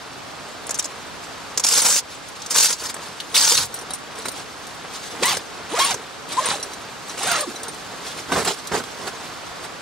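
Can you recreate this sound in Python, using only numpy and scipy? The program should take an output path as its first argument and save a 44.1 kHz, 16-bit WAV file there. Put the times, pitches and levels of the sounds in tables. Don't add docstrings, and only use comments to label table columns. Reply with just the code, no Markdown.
import sys
import numpy as np
from scipy import signal
from scipy.fft import rfft, irfft, next_fast_len
from scipy.io import wavfile
from scipy.ndimage import uniform_filter1d, map_coordinates

SR = 44100
rng = np.random.default_rng(int(sys.argv[2]) if len(sys.argv) > 2 else 0)


def volts(x):
    e = np.asarray(x, float) / 20
    return 10 ** e


def materialize(psi):
    bounded = np.clip(np.atleast_2d(psi).T, -1, 1)
    quanta = np.round(bounded * 32767).astype(np.int16)
    wavfile.write(sys.argv[1], SR, quanta)


N = 432621

# (frequency [Hz], level [dB])
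HUSH_SPECTRUM = [(12, -46), (20, -20), (70, -3.5), (164, 0), (210, -3.5), (270, 2.5), (341, -3),
                 (415, -2.5), (614, 0), (1170, 1), (2050, -6), (4640, -9.5), (7900, -19.5), (12000, -36),
                 (15100, -50), (16400, -47)]
# (frequency [Hz], correlation [-1 to 1])
HUSH_ALIKE = [(60, .4), (250, .15), (1400, .55), (3000, .55), (5000, .6), (10000, .1), (12500, -.5)]
HUSH_DB = -36.5

# (frequency [Hz], lead [rad])
PORT_LEAD = [(0, -0.5), (3700, -0.26), (6500, 1.14), (9200, 1.51), (11700, 2.5), (14000, 4), (16200, 5)]
# (time [s], left minus right [dB])
HANDS_SIDE = [(0, 0.5), (8.2, -1.5), (8.7, -4.5), (9.81, -1.5)]
# (frequency [Hz], t60 [s])
TARP_DECAY = [(200, 0.05), (2000, 0.073), (10000, 0.036)]
# (frequency [Hz], level [dB])
TARP_COLOUR = [(100, -6.5), (1000, -4.5), (4000, 0.5), (9000, 4.5), (13000, 0), (16000, -19)]
# (frequency [Hz], level [dB])
BAND_EDGE = [(15700, 0), (15900, -38), (16300, -40), (16500, -100)]
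# (time [s], length [s], lower edge [Hz], upper edge [Hz])
LOST_BANDS = [(.653, .014, 11700, 13900), (1.56, .012, 11000, 14000), (2.926, .012, 11200, 16500),
              (3.695, .035, 14900, 16500), (3.773, .05, 13200, 15000), (3.915, .018, 12000, 16500),
              (3.95, .035, 12950, 16500), (4.235, .012, 11200, 14000), (4.307, .048, 15000, 16500),
              (5.4, .028, 12250, 13400), (5.817, .07, 12500, 14000), (5.82, .045, 15000, 16500),
              (6.618, .024, 12000, 16500), (7.375, .025, 14800, 16500), (8.58, .024, 13600, 16500)]

# (time [s], rustle level [dB])
FIDGET = [(0, -49), (0.6, -46.5), (1.2, -46), (1.6, -46.5), (2.2, -52), (3.2, -45), (4.05, -48), (4.7, -46),
          (6.1, -47.5), (6.9, -45), (7.9, -44), (8.6, -43), (9.4, -45), (9.81, -48.5)]
# (time [s], swell length [s], rustle level [dB], flap level [dB])
STIRS = [(2.13, 0.06, -41.5, -56), (2.47, 0.37, -45.5, -60), (3.0, 0.082, -53, -48),
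         (3.06, 0.058, -40.5, -52), (3.32, 0.033, -41, -56), (3.77, 0.11, -46, -44), (3.9, .015, -50, -45),
         (4.2, 0.035, -41, -36.5), (4.262, .025, -37, -35.5), (4.38, 0.047, -36.5, -42),
         (4.85, 0.01, -50, -33.5), (4.945, 0.033, -35.5, -47), (5.05, 0.09, -38.5, -45),
         (5.18, 0.086, -41, -38), (5.4, 0.049, -43, -40.5), (5.67, 0.11, -54, -44.5),
         (5.98, 0.059, -48, -42), (6.65, 0.11, -45.5, -41), (7.11, 0.052, -38.5, -38.5),
         (7.15, 0.038, -47, -44), (7.53, 0.093, -43, -42), (7.66, 0.092, -51, -39.5),
         (8.06, 0.023, -35, -54), (8.1, 0.05, -35, -54), (8.19, 0.027, -36, -37), (8.87, .06, -51, -54),
         (9.03, 0.057, -40, -38), (9.08, 0.023, -34.5, -31), (9.24, .1, -46, -60),
         (9.64, 0.028, -37.5, -35)]
# (time [s], swell length [s], rustle level [dB], flap level [dB])
FLINGS = [(8.29, 0.049, -39, -32.5), (8.323, 0.049, -27.5, -21), (8.365, 0.055, -27, -19),
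          (8.41, 0.044, -31, -36), (8.452, 0.06, -25, -27.5), (8.478, 0.041, -21.5, -24.5),
          (8.535, 0.017, -30.5, -48), (8.72, 0.039, -37, -21), (8.745, 0.04, -29.5, -22),
          (8.775, 0.031, -30.5, -29.5), (8.8, 0.017, -41, -29)]
# (time [s], swell length [s], level [dB])
THUMPS = [
    (2.78, 0.13, -54),
    (3.584, 0.12, -41),
    (4.26, 0.033, -44),
    (5.36, 0.036, -46),
    (5.8, 0.031, -48),
    (5.94, 0.025, -44),
    (8.348, 0.14, -36.5),
    (8.744, 0.069, -40),
]
# (frequency [Hz], level [dB per Hz])
WEAVE_SPECTRUM = [(530, -28), (900, -7), (1760, -7), (2920, -4), (3640, -1.5), (8110, -5.5), (15200, -17),
                  (16400, -40)]
# (frequency [Hz], level [dB])
FLAP_SPECTRUM = [(100, -35), (170, -7.5), (297, -8), (439, -1.5), (559, -7.5), (757, -5), (870, -7.5),
                 (1560, -9.5), (3500, -26), (4550, -75), (7700, -120)]
# (frequency [Hz], level [dB])
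GROUND_SPECTRUM = [(15, -50), (25, -22), (75, 0.5), (156, 0), (220, -4), (290, -5), (480, -120)]
STIR_RISE, FLING_RISE, THUMP_RISE = 1, 0.11, 0.34
SWELL_ROUND = 2.1
FIDGET_FLAP_DB = 1.5
WIDE_DB = -3

# (time [s], peak level [dB], low ring [dB], high ring [dB], tick above peak [dB])
JINGLES = [(2.2851, -29.5, -4, -12, 8.5), (3.6514, -19, -10, -8, -5), (3.7406, -17, -8, -3, -4),
           (3.7644, -26, -5, -12, -1), (3.7877, -24, -1, -6, 0), (3.8114, -27, -5, -10, 0),
           (3.9054, -18, -6, -18, -1), (3.935, -10, -9, -13, -11), (3.9468, -23, -11, -14, 5),
           (3.9844, -33, -3, -12, 2), (4.1539, -30, -1, -14, 2), (4.1858, -24, -6, -11, -3),
           (4.2188, -31, 8, -8, -3), (4.255, -19, -1, -12, 2), (4.283, -20, -12, -10, 11.5),
           (4.3155, -27.5, -1, -2, 5), (4.3624, -35, -3, -12, 2), (4.6672, -27, 0, -14, 7),
           (4.744, -34, -3, -12, 2), (6.5982, -28, 5, -14, 2), (6.6274, -19.5, 3, -20, 7),
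           (6.7342, -21, 5.5, -15, 0), (7.0951, -29.5, 11, -13, 0), (7.5593, -29.5, 11, -17, 6),
           (7.632, -25.5, -3, -16, 13), (7.6816, -21, -4, -19, 4), (7.743, -26.5, -2, -14, 5),
           (8.514, -24, 9, -22, 2), (8.5873, -31, 3, -12, -2), (8.671, -21.5, -4, -16, 9)]
# (frequency [Hz], level [dB], t60 [s])
PULL_MODES = [(4000, -1, 0.075), (5750, 2, 0.036), (6230, -5, 0.045), (7800, -6, .04), (8890, -0.5, 0.075),
              (9060, -1, 0.058), (10600, -6.5, 0.045), (12500, 6, 0.07), (14600, 2, 0.077)]
# (time [s], peak level [dB])
RATTLES = [
    [(5.2293, -37), (5.2542, -18), (5.2891, -26), (5.3211, -25), (5.3694, -27)],
    [(5.7233, -42), (5.7892, -21), (5.8121, -25), (5.845, -17), (5.9069, -32), (5.9343, -26)],
    [(6.2873, -34), (6.3242, -26), (6.396, -38), (6.4569, -19.5), (6.5218, -31), (6.5741, -43)],
    [(7.1878, -30), (7.2307, -23), (7.2701, -20), (7.314, -14.5), (7.4068, -19), (7.4996, -40)],
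]
# (added level [dB], low ring [dB], tick above peak [dB])
RATTLE_RING = (8.3, -12, 0)
RATTLE_HIGH_DB = [-5, -13, -16, -11]

# (time [s], tooth rate [1/s], tone level [dB], octave level [dB], scraping level [dB])
STROKES = [
    [(5.19, 253, -32, -46, -46), (5.208, 260, -26, -46, -44), (5.226, 485, -11, -36, -28),
     (5.236, 730, -37, -49, -18), (5.246, 910, -27, -17, -27), (5.292, 1160, -22, -39, -21.5),
     (5.308, 1090, -46, -34, -23.5), (5.33, 780, -26, -48, -24), (5.365, 650, -36, -43, -30.5)],
    [(5.69, 220, -54, -58, -39.5), (5.735, 374, -25, -29, -32), (5.782, 680, -23, -23, -26.5),
     (5.808, 1070, -17, -31, -21), (5.842, 1150, -18, -34, -25.5), (5.86, 900, -46, -44, -23.5),
     (5.896, 940, -27, -49, -27), (5.918, 770, -25, -26, -23), (5.965, 381.7, -33, -51, -53)],
    [(6.28, 246, -46, -45, -48), (6.325, 300, -34, -25, -30), (6.365, 430, -34, -23, -35.5),
     (6.395, 540, -27, -13, -29), (6.418, 620, -28, -33, -31.5), (6.468, 445, -29, -24, -26),
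     (6.52, 530, -38, -31, -27), (6.56, 285, -34, -24, -30.5), (6.61, 240, -53, -41, -47)],
    [(7.175, 213, -38, -34, -32), (7.255, 530, -30, -37, -27), (7.285, 795, -27, -24, -24),
     (7.312, 650, -26, -21, -25.5), (7.352, 710, -29, -23, -25.5), (7.398, 543, -25, -35, -27.5),
     (7.432, 610, -27, -26, -31), (7.465, 400, -27, -42, -46), (7.51, 213, -29, -53, -49)],
]
# (frequency [Hz], level [dB])
SLIDER_SPECTRUM = [(1060, -23.5), (1800, 8), (2490, 6.5), (3990, 2.5), (5070, 2), (9080, -0.5),
                   (13100, -13), (14800, -20), (16000, -28), (16400, -50)]
# (frequency [Hz], level [dB])
TAPE_SPECTRUM = [(59, -46), (100, -11), (579, -9), (1160, -1), (1460, -8), (1960, -5), (3500, -14.5),
                 (4550, -30), (7700, -120)]
# (frequency [Hz], level [dB per Hz])
SIZZLE_SPECTRUM = [(8000, -42), (11000, -4), (13000, 3), (15500, -1), (16400, -40)]
# (frequency [Hz], width [Hz], level [dB])
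SHAKEN_MODES = [(4030, 74, -1), (8500, 74, -10), (14500, 200, 8)]
SLOW_TEETH, SLOW_LUMPS_DB = 950, 4
SIZZLE_DB, SIZZLE_DB_PER_OCTAVE = -12, 18
BUZZ_DB_PER_OCTAVE = 5

# (time [s], peak level [dB], centre [Hz], cloth knock above peak [dB])
POPS = [(0.667, -24, 8400, -3), (0.6918, -20, 6230, 2.5), (0.707, -13, 6800, -5.5), (0.743, -17, 7040, -20),
        (0.752, -21, 6050, -6), (0.7754, -27, 7570, -16), (0.7871, -15.5, 7650, -3.5),
        (0.793, -8.5, 6000, -27), (0.824, -23, 6280, -17), (0.8424, -16, 5930, -11), (0.854, -21, 6380, -1),
        (1.5744, -6, 6100, -11), (1.596, -11.5, 6550, -6), (1.6367, -8.5, 5750, -18),
        (1.6453, -5, 6100, -8.5), (1.665, -9, 5800, -23), (1.675, -14, 6100, -26), (1.686, -9, 6200, -16),
        (1.7236, -11, 5000, -16), (1.774, -7.5, 8600, -9), (1.901, -13, 6390, -18), (2.51, -21, 6030, -22),
        (2.525, -20, 6000, -18), (2.544, -13, 6700, -18), (2.5607, -18, 4410, -17), (3.518, -7, 3000, -6),
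        (3.575, -5, 4330, -27), (1.8175, -10, 7760, -7.5), (2.418, -22.5, 5240, -17),
        (2.4607, -20, 6100, -20), (2.7285, -16, 4900, -12), (2.8549, -26, 6700, -1),
        (2.9414, -23, 7900, -2), (2.9644, -25, 3480, 7), (3.201, -14.5, 3970, -31), (3.331, -30, 1800, -4),
        (3.344, -11, 3900, -29), (3.362, -1.5, 3000, -30), (3.352, -8, 4360, -32)]
# (time [s], peak level [dB], centre [Hz])
CREASES = [(2.8207, -21, 2870), (3.906, -20.5, 4000), (4.2549, -15, 1900), (4.2823, -21, 4380),
           (5.7882, -14, 4670), (5.8441, -29, 4050), (5.3681, -14, 4900), (5.942, -16, 6360),
           (8.3215, -25, 3330), (8.37, -18, 2540), (8.4487, -16.5, 8200), (8.718, -27, 5800),
           (8.755, -24, 5600), (8.7364, -16, 2980), (8.8367, -25, 3990), (9.0763, -20, 3050)]
CREASE_KNOCK_DB = 0.5

# (time [s], crackle level [dB], pitch of the freed strip [Hz], cloth drum above crackle [dB])
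TEARS = [
    [(1.632, -38, 5920, -15), (1.64, -26, 6050, -13), (1.694, -21.5, 6500, -14.5),
     (1.724, -20.5, 5620, -15.5), (1.782, -16.5, 6110, -11), (1.81, -20.5, 5370, -15)],
    [(1.81, -22.5, 6040, -14), (1.854, -16.5, 6000, -9), (1.9, -19, 6500, -11), (1.99, -18.5, 5750, -16),
     (2.015, -50, 6060, -9)],
    [(2.495, -54, 6550, -13), (2.501, -38, 6510, -19), (2.509, -22.5, 6600, -14), (2.537, -30, 5600, -7),
     (2.563, -14, 5700, -9.5), (2.587, -16, 5750, -14.5), (2.661, -16, 5030, -17), (2.68, -29, 5080, -17)],
    [(2.68, -28, 5300, -11), (2.71, -18.5, 5420, -9.5), (2.72, -35, 5560, -5), (2.73, -21.5, 5730, -16),
     (2.76, -46, 5800, -7), (2.77, -41, 5650, -13)],
    [(2.78, -43, 5520, -13), (2.806, -31.5, 5440, -13), (2.832, -34.5, 5160, -3), (2.86, -27, 5610, -7.5),
     (2.882, -40, 5270, -15), (2.902, -24, 4940, -4), (2.925, -56, 5170, -13)],
    [(3.34, -43, 4130, -13), (3.344, -23, 4160, -3), (3.352, -16, 4220, -18), (3.424, -17, 5350, -13),
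     (3.534, -17.5, 5100, -14), (3.57, -19.5, 4510, -14), (3.638, -24.5, 4800, -7.5), (3.68, -52, 6420, -9)],
]
# (frequency [Hz], level [dB per Hz])
HOOK_SPECTRUM = [(880, -36), (1500, -5), (2070, -16.5), (2680, -5), (5560, -5), (8060, -3.5), (12800, -6.5),
                 (15100, -12.5), (15900, -13), (16400, -59)]
# (frequency [Hz], level [dB])
DRUM_SPECTRUM = [(24, -38), (40, -22), (283, -2.5), (373, -18), (467, 3.5), (732, -4), (932, 6.5),
                 (1170, 1.5), (2500, -5.5), (3250, -31), (5500, -120)]
STRIP_HZ = [4100, 5000, 6100, 7400]
STRIP_Q, STRIP_DB = 2.97, 3


def unit(x):
    return x / np.sqrt(np.mean(x ** 2) + 1e-20)


def along(points, hz):
    f, v = np.transpose(points)
    return np.interp(np.log(hz + 1), np.log(f + 1), v)


def curves(tables, idle):
    out = np.tile(np.array(idle, float)[:, None], N)
    t = np.arange(N) / SR
    for rows in tables:
        s, *cols = np.transpose(rows)
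        inside = (t >= s[0]) & (t <= s[-1])
        out[:, inside] = [np.interp(t[inside], s, c) for c in cols]
    return out


def gain(db):
    return uniform_filter1d(volts(db), size=200)


def swells(rows, rise):
    s, length, *levels = np.transpose(rows)[..., None]
    t = np.arange(0, N, 64) / SR
    loss_db = 10 * (np.maximum(t - s, (s - t) / rise) / length) ** SWELL_ROUND
    sums = [np.sqrt(np.sum(volts(db - loss_db) ** 2, axis=0)) for db in levels]
    return [np.interp(np.arange(N) / SR, t, total) for total in sums]


def wobble(rate):
    every = np.arange(0, N + 16, 16)
    knots = rng.standard_normal(int(N * rate / SR) + 4)
    return np.interp(np.arange(N), every, map_coordinates(knots, [every * rate / SR]))


def filtered(x, response):
    m = next_fast_len(N + 8192)
    return irfft(rfft(x, m) * response(np.fft.rfftfreq(m, 1 / SR)), m)[..., :N]


def coloured(x, spectrum):
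    hz = np.fft.rfftfreq(4096, 1 / SR)
    cepstrum = irfft(np.log(volts(np.maximum(along(spectrum, hz), -80))))
    fold = np.r_[1, 2 * np.ones(2047), 1, np.zeros(2047)]
    return unit(signal.oaconvolve(x, irfft(np.exp(rfft(cepstrum * fold))))[:N])


def crackle(scatter_db, clump_db, clump_rate, patchy_db):
    size_db = scatter_db * rng.standard_normal(N) + clump_db * wobble(clump_rate)
    snaps = rng.standard_normal(N) * volts(size_db)
    z = signal.stft(snaps, nperseg=128)[2]
    field = uniform_filter1d(rng.standard_normal(z.shape), size=3, axis=0)
    field = uniform_filter1d(field, size=5, axis=1)
    return unit(signal.istft(z * volts(patchy_db * unit(field)), nperseg=128)[1][:N])


def hush():
    def turn(hz):
        return np.arccos(np.clip(along(HUSH_ALIKE, hz), -1, 1)) / 2

    def split(hz):
        return volts(along(HUSH_SPECTRUM, hz)) * [np.cos(turn(hz)), np.sin(turn(hz))]

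    pair = [crackle(scatter_db=0, clump_db=.6, clump_rate=8, patchy_db=0.5) for _ in range(2)]
    mid, side = filtered(np.array(pair), split)
    level = volts(HUSH_DB - 1 + 0.42 * wobble(0.81))
    return volts([[-.4], [.4]]) * level * np.array([mid + side, mid - side]) / np.std(mid)


def tarp(x):
    hz, t, z = signal.stft(rng.standard_normal((32, 2, 3072)), SR, nperseg=128)
    tails = signal.istft(z * volts(-60 * t / along(TARP_DECAY, hz)[:, None]), SR, nperseg=128)[1]
    tails /= np.linalg.norm(tails[:, :1], axis=2, keepdims=True)
    out, step = np.zeros((2, N + SR)), 1024
    for i in range(0, N, step):
        echo = signal.fftconvolve(x[None, i:i + step], tails[rng.integers(len(tails))], axes=1)
        out[:, i:i + echo.shape[1]] += echo
    return filtered(out[:, :N], lambda hz: volts(along(TARP_COLOUR, hz)))


def canvas():
    resting = volts(curves([FIDGET], idle=[-120])[0])
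    scratch, push = np.hypot(swells(STIRS, STIR_RISE), swells(FLINGS, FLING_RISE))
    rustle = coloured(crackle(scatter_db=2.5, clump_db=1.5, clump_rate=60, patchy_db=2), WEAVE_SPECTRUM)
    flap = coloured(crackle(scatter_db=5, clump_db=1.8, clump_rate=70, patchy_db=2), FLAP_SPECTRUM)
    thump = swells(THUMPS, THUMP_RISE)[0] * coloured(rng.standard_normal(N), GROUND_SPECTRUM)
    moved = np.hypot(scratch, volts(-1) * resting) * rustle
    moved = moved + np.hypot(push, volts(FIDGET_FLAP_DB) * resting) * flap
    wide = volts(WIDE_DB) * resting * np.array([np.roll(rustle, N // 3), np.roll(rustle, -N // 3)])
    return moved + thump, wide


def pull():
    out, t = np.zeros(N + SR), np.arange(SR // 8) / SR
    hz, level, t60 = np.transpose(PULL_MODES)[..., None]
    edge = signal.butter(2, [3500, 11500], "band", fs=SR)
    added_db, rattle_low_db, rattle_tick_db = RATTLE_RING
    swung = []
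    for rows, high_db in zip(RATTLES, RATTLE_HIGH_DB):
        swung += [(s, db + added_db, rattle_low_db, high_db, rattle_tick_db) for s, db in rows]
    for s, db, low_db, high_db, tick_db in list(JINGLES) + swung:
        tilt = np.where(hz < 7000, low_db, np.where(hz > 11000, high_db, 0))
        strength, detune = np.clip(rng.standard_normal((2, len(PULL_MODES), 1)), -1.2, 1.2)
        modes = np.sin(2 * np.pi * hz * (1 + 0.004 * detune) * t)
        ring = volts(level + tilt + 4 * strength - 60 * t / t60) * modes
        scratch = signal.lfilter(*edge, rng.standard_normal(len(t) + 1))[1:]
        tick = volts(tick_db + 3 - 60 * t / 0.041) * scratch
        onset = 1 - np.exp(-t / 0.00073)
        out[round(s * SR):][:len(t)] += volts(db - 12.5) * (ring.sum(axis=0) + tick) * onset
    return out[:N]


def zip_fastener():
    rate, tone_db, octave_db, rasp_db = curves(STROKES, idle=[300, -120, -120, -120])
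    slow = np.clip(2 - 2 * rate / SLOW_TEETH, 0, 1)
    jitter = (.008 + .03 * slow) * wobble(70) + (.015 + .04 * slow) * wobble(300)
    teeth = np.cumsum(rate * (1 + jitter)) / SR
    lumps_db = 1.5 + SLOW_LUMPS_DB * slow

    def partial(k, db):
        lumpy_db = lumps_db * np.clip(wobble(60), -2, .2) - lumps_db / 3
        flutter_db = 1.5 * np.clip(wobble(200), -3, 1)
        breaks = 1 - .45 * slow + .6 * slow * np.clip(wobble(110), -2, .6)
        return volts(db + lumpy_db + flutter_db) * breaks * np.sin(2 * np.pi * k * teeth)

    def shaken(f):
        return 1 + sum(volts(db) * 1j * f * w / (c * c - f * f + 1j * f * w) for c, w, db in SHAKEN_MODES)

    grains = crackle(scatter_db=2.5, clump_db=0.8, clump_rate=60, patchy_db=2.5)
    scrape = np.exp(-3 * (teeth % 1)) * grains
    rasp = unit(filtered(coloured(scrape, SLIDER_SPECTRUM), shaken))
    song = gain(tone_db) * partial(1, 3) + gain(octave_db) * partial(2, 3)
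    octaves = np.log2(rate / 1000)
    overtones = partial(3, -3) + partial(4, -6) + partial(5, -10) + partial(6, -13)
    buzz = volts(BUZZ_DB_PER_OCTAVE * octaves) * overtones
    sizzle = volts(SIZZLE_DB + SIZZLE_DB_PER_OCTAVE * octaves) * coloured(scrape, SIZZLE_SPECTRUM)
    tape = volts(-3.5) * coloured(scrape, TAPE_SPECTRUM)
    return song + gain(rasp_db) * (rasp + sizzle + buzz + tape)


def pops():
    bright, dull, t = np.zeros(N + SR), np.zeros(N + SR), np.arange(SR // 8) / SR
    spray_band = signal.butter(2, [2500, 11000], "band", fs=SR)
    knock_band = signal.butter(2, [300, 1700], "band", fs=SR)
    for s, db, hz, knock_db in list(POPS) + [(*row, CREASE_KNOCK_DB) for row in CREASES]:
        burst = rng.standard_normal(len(t)) * volts(3.2 * rng.standard_normal(len(t)))
        burst = unit(burst) * volts(db - 60 * t / 0.027) * (1 - np.exp(-t / 0.0018))
        peak = signal.iirpeak(hz, 1.8, SR)
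        pitched = signal.lfilter(*peak, signal.lfilter(*peak, burst))
        spray = volts(-9) * signal.lfilter(*spray_band, burst)
        start = round(s * SR)
        bright[start:][:len(t)] += volts(7) * (pitched + spray)
        dull[start:][:len(t)] += volts(knock_db + 10.0) * burst
    return bright[:N] + signal.lfilter(*knock_band, dull[:N])


def strips():
    crackle_db, pitch_hz, drum_db = curves(TEARS, idle=[-120, 5000, 0])
    snaps = crackle(scatter_db=5.2, clump_db=1.3, clump_rate=220, patchy_db=2)
    hooks = coloured(snaps, HOOK_SPECTRUM)
    place = np.interp(pitch_hz, STRIP_HZ, np.arange(len(STRIP_HZ)))
    ring = np.zeros(N)
    for k, hz in enumerate(STRIP_HZ):
        share = np.sqrt(np.clip(1 - np.abs(place - k), 0, 1))
        ring += share * signal.lfilter(*signal.iirpeak(hz, STRIP_Q, SR), hooks)
    drum = gain(crackle_db + drum_db) * coloured(snaps, DRUM_SPECTRUM)
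    return gain(crackle_db - 4) * (hooks + volts(STRIP_DB) * ring) + drum


def scene():
    cloth, wide = canvas()
    dry_near = cloth + pull() + zip_fastener() + pops() + strips()
    panning = volts(np.outer([.5, -.5], curves([HANDS_SIDE], idle=[0])[0]))
    near = volts(0.5) * dry_near * panning + volts(-5.5) * tarp(dry_near)
    memory = .06 * SR
    loudness = signal.lfilter([1 / memory], [1, 1 / memory - 1], np.abs(near).mean(axis=0))
    both = near + wide + hush() / (1 + loudness / volts(-15.5))
    return filtered(both, lambda hz: np.exp(.5j * np.outer([1, -1], along(PORT_LEAD, hz))))


def without_lost_bands(x):
    out = x.copy()
    for s, length, low_hz, high_hz in LOST_BANDS:
        span = slice(round(s * SR) - 128, round((s + length) * SR) + 128)
        n = span.stop - span.start
        hz, fade = np.fft.rfftfreq(n, 1 / SR), signal.windows.tukey(n, 256 / n)
        band = (hz > low_hz) & (hz < high_hz)
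        out[:, span] -= fade * irfft(rfft(out[:, span]) * band, n)
    return out


def low_pass(x):
    return signal.sosfilt(signal.butter(12, 16650, fs=SR, output="sos"), x)


def record(dry):
    held = dry / (1 + np.abs(dry / .95) ** 4) ** (1 / 4)
    held = filtered(held, lambda hz: volts(along(BAND_EDGE, hz)))
    return low_pass(without_lost_bands(held))


dry = scene()
out = record(dry)
materialize(out)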